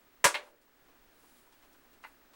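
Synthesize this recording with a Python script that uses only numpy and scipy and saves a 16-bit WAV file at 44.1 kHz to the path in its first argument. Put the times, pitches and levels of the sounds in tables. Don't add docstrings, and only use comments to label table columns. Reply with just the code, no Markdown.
import sys
import numpy as np
from scipy import signal
from scipy.fft import rfft, irfft, next_fast_len
from scipy.io import wavfile
from scipy.ndimage import uniform_filter1d, minimum_filter1d, map_coordinates

SR = 44100
rng = np.random.default_rng(int(sys.argv[2]) if len(sys.argv) > 2 else 0)


def waveform_to_disk(signal):
    frames = np.transpose(np.atleast_2d(signal))
    scaled = np.clip(frames, -1, 1) * 32767
    samples = np.round(scaled).astype(np.int16)
    wavfile.write(sys.argv[1], SR, samples)


N = 103635


def amp(db):
    return 10 ** (np.asarray(db) / 20)


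def unit(x):
    return x / np.sqrt(np.mean(x ** 2) + 1e-20)


def along(points, hz):
    point_hz, values = np.transpose(points)
    return np.interp(np.log(hz + 1), np.log(point_hz + 1), values)


def filtered(x, response):
    size = next_fast_len(len(x) + 8192)
    spectrum = rfft(x, size) * response(np.fft.rfftfreq(size, 1 / SR))
    return irfft(spectrum, size)[:len(x)]


def noise(colour, size, tilt_db=0):
    def response(hz):
        return amp(along(colour, hz) + tilt_db * np.log2(1 + hz / 500))
    return unit(filtered(rng.standard_normal(size), response))


def wobble(rate):
    knots = rng.standard_normal(int(N * rate / SR) + 4)
    return map_coordinates(knots, [np.arange(N) * rate / SR])


def at(s, x):
    return np.pad(x, (max(round(s * SR), 0), N))[:N]


def clicker():
    # frequency in Hz, relative level in dB per Hz.
    press_colour = [(150, -45.5), (220, -20), (300, -9.5), (550, -0.5), (750, -5.5), (1000, 1), (1600, 0.5),
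                    (2800, -5.5), (4700, -9), (6000, -6.5), (9000, -7), (12000, -16.5), (15800, -26)]
    release_colour = [(180, -48), (300, -23), (500, -13), (950, -0.5), (1250, -5.5), (2100, 3),
                      (3200, -4.5), (4200, -7.5), (5200, -19), (9000, -23), (15000, -35)]
    press_slap_colour = [(30, -13.5), (170, -6.5), (250, -12), (500, -2.5), (1500, -3.5), (2600, -3.5),
                         (4500, -18), (15000, -31)]
    release_slap_colour = [(200, -30), (1200, -5), (2100, -7), (3200, -3), (4200, -1), (6000, -28),
                           (15000, -45)]
    # frequency in Hz, relative level in dB when
    # pressed, relative level in dB when released, T60 in seconds.
    clicker_modes = [(170, -14, -45, 0.059), (320, -21, -26.5, 0.16), (565.5, -2, -16, 0.11),
                     (592, -19.5, -16.5, 0.39), (919, -11, -10, .14), (975.3, .5, -13.5, 0.14),
                     (1143, -9.5, -16, .15), (1455.4, -6.5, -16, 0.14), (1642, -2, -13, 0.12),
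                     (2026, -14.5, -12, .11), (2150, -18, 1, .1), (2697, -13.5, 0, 0.079),
                     (3163, -26.5, 0, .08), (3320, -13, -16, .13), (7397, -8.5, -35, 0.081),
                     (9230, -11, -30, .09)]
    pressed = [(hz, db, t60) for hz, db, _, t60 in clicker_modes]
    released = [(hz, db, t60) for hz, _, db, t60 in clicker_modes]
    # delay in seconds, level in dB relative to the snap, T60 in seconds
    press_slap, release_slap = (.0075, -4.5, .073), (.008, 1, .034)
    press = click(.2422, press_colour, press_slap_colour, press_slap, pressed, ring_db=1)
    release = click(.3432, release_colour, release_slap_colour, release_slap, released, ring_db=1.5)
    press_db, release_db = -13.5, -28
    return thump() + amp(press_db) * press + amp(release_db) * release


def click(s, colour, slap_colour, reflection, modes, ring_db):
    ring_delay_s = .005
    blow = at(s, snap(colour)) + slap(s, slap_colour, reflection)
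    return blow + amp(ring_db) * at(s + ring_delay_s, ring(modes))


def thump():
    u = 2 * np.pi * 55 * np.arange(SR // 8) / SR
    return amp(-27.5) * at(.2535, (1 - u) * np.exp(-u))


def snap(colour, tilt_db=0, decay_share=1):
    # frequency in Hz, T60 in
    # seconds before decay_share scales it.
    early_t60 = [(100, .07), (400, 0.16), (1000, .15), (3000, .15), (8000, 0.16), (15000, .12)]
    late_t60 = [(100, 0.5), (400, 0.73), (1000, 0.38), (3000, 0.28), (8000, .26), (15000, .22)]
    late_db, hold_s = -14, .01
    hz, t, bands = signal.stft(noise(colour, SR // 2, tilt_db), SR, nperseg=256)
    t = np.maximum(t - hold_s, 0) / decay_share

    def fall(t60):
        return amp(-60 * t / along(t60, hz)[:, None])

    decay = np.hypot(fall(early_t60), amp(late_db) * fall(late_t60))
    burst = signal.istft(bands * decay, SR, nperseg=256)[1]
    return signal.sosfilt(signal.butter(2, 233, "highpass", fs=SR, output="sos"), burst)


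def slap(s, colour, reflection):
    delay_s, db, t60 = reflection
    t = np.arange(SR // 4) / SR
    return at(s + delay_s, amp(db - 60 * t / t60) * noise(colour, len(t)))


def ring(modes):
    rise_s = .003
    t = np.arange(SR // 2) / SR
    tones = np.zeros(len(t))
    for hz, db, t60 in modes:
        decay = amp(db + rng.normal(0, 1) - 60 * t / t60)
        tones += decay * np.sin(2 * np.pi * (hz * t + rng.random()))
    return tones * (1 - np.exp(-t / rise_s))


def treat_can():
    return rubbing() + ticks() + can_knock()


def rubbing():
    # centre in
    # seconds, half length in seconds, level in dB.
    swells = [(0.463, 0.036, -67), (1.25, 0.075, -71), (1.37, 0.049, -73.5), (1.6, 0.25, -77),
              (2.09, 0.043, -74)]
    # frequency in Hz, relative level in dB per Hz.
    rubbing_colour = [(200, -3), (1500, -4), (4000, -2), (6500, -4), (10000, 0), (15000, -10.5)]
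    t = np.arange(N) / SR
    envelope = sum(amp(db) * np.exp(-((t - s) / half) ** 2 / 2) for s, half, db in swells)
    flutter = amp(1.3 * wobble(59.85))
    return envelope * flutter * noise(rubbing_colour, N)


def ticks():
    # start in seconds, level in dB, tilt in dB per octave (approached above 500 Hz).
    contacts = [(.428, -56.5, -3.5), (.466, -58, -7.5), (.614, -69.5, 5), (.675, -70, -5),
                (.885, -66.5, -5.5), (0.956, -70.5, -7.5), (1.235, -65.5, -14), (1.468, -67.5, -7),
                (1.5234, -64.5, -1), (1.6243, -63.5, -2), (1.645, -66, -10), (1.726, -68, 7),
                (1.74, -67.5, -9), (1.845, -67.5, -7), (1.93, -68.5, 1.5), (2.028, -63, -2),
                (2.068, -65.5, 15), (2.334, -61.5, -2)]
    # frequency in Hz, relative level in dB per Hz.
    tick_colour = [(150, -44), (300, -7.5), (700, -2.5), (980, 5.5), (1250, -0.5), (3000, -2), (9000, -9),
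                   (15000, -20)]
    return sum(amp(db) * at(s, snap(tick_colour, tilt_db)) for s, db, tilt_db in contacts)


def can_knock():
    # frequency in Hz, relative level in dB per Hz.
    knock_colour = [(100, -28), (350, -25), (600, -4), (900, 4.5), (1300, 4), (2800, -1), (3400, -16),
                    (4200, -10), (6000, -33), (15000, -36)]
    knock_slap_colour = [(150, -43), (500, -13), (900, 4), (1500, -6), (3000, -16), (8000, -37)]
    # frequency in Hz, relative level in dB, T60 in seconds.
    can_modes = [(884, 3, 0.033), (985, 2.5, 0.032), (1473, -5.5, .07), (2034, -3, 0.079)]
    knock_s, knock_db = 2.0392, -49
    can_ring_db, can_delay_s = -40.5, .007
    # delay in seconds, level in dB relative to the knock, T60 in seconds
    knock_slap = (.0075, 2.6, .024)
    blow = at(knock_s, snap(knock_colour, decay_share=0.93)) + slap(knock_s, knock_slap_colour, knock_slap)
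    can_ring = at(knock_s + can_delay_s, ring(can_modes))
    return amp(knock_db) * blow + amp(can_ring_db) * can_ring


def room_noise():
    # frequency in Hz, relative level in dB per Hz.
    floor_colour = [(20, -1.5), (45, -11.5), (90, -16.5), (195, -18.5), (245, -8.5), (370, -11),
                    (430, -14.5), (1000, -17), (1600, -16), (2300, -21), (4000, -26), (8000, -31),
                    (15000, -34)]
    return amp(-65 + .5 * wobble(9.7)) * noise(floor_colour, N)


def whine():
    whine_hz, spacing_hz, side_db = 15736, 13.5, -13
    level_db, waver_db = -68.5, 1
    t = np.arange(N) / SR
    tone = np.sin(2 * np.pi * whine_hz * t)
    side_tone = amp(side_db) * np.sin(2 * np.pi * (whine_hz - spacing_hz) * t)
    return amp(level_db + waver_db * wobble(40)) * unit(tone + side_tone)


def scene():
    return (clicker() + treat_can() + (room_noise() + whine()))[None]


def record(dry):
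    threshold_db, slope = -28.5, 0.26
    recover_db_per_s, hold_s = 12, 0.28
    top_hz = 15900
    x, t = dry[0], np.arange(N) / SR
    level_db = 10 * np.log10(np.abs(uniform_filter1d(x * x, size=128)) + 1e-12)
    need_db = slope * np.maximum(level_db - threshold_db, 0)
    half = int(hold_s * SR / 2)
    held_db = -minimum_filter1d(-need_db, 2 * half + 1, origin=half, mode="constant")
    recovery_db = recover_db_per_s * t
    cut_db = np.maximum.accumulate(held_db + recovery_db) - recovery_db

    def band_limit(hz):
        return 1 / (1 + (hz / top_hz) ** 200)

    return filtered(x * amp(-cut_db), band_limit)[None]


dry = scene()
out = record(dry)
waveform_to_disk(out)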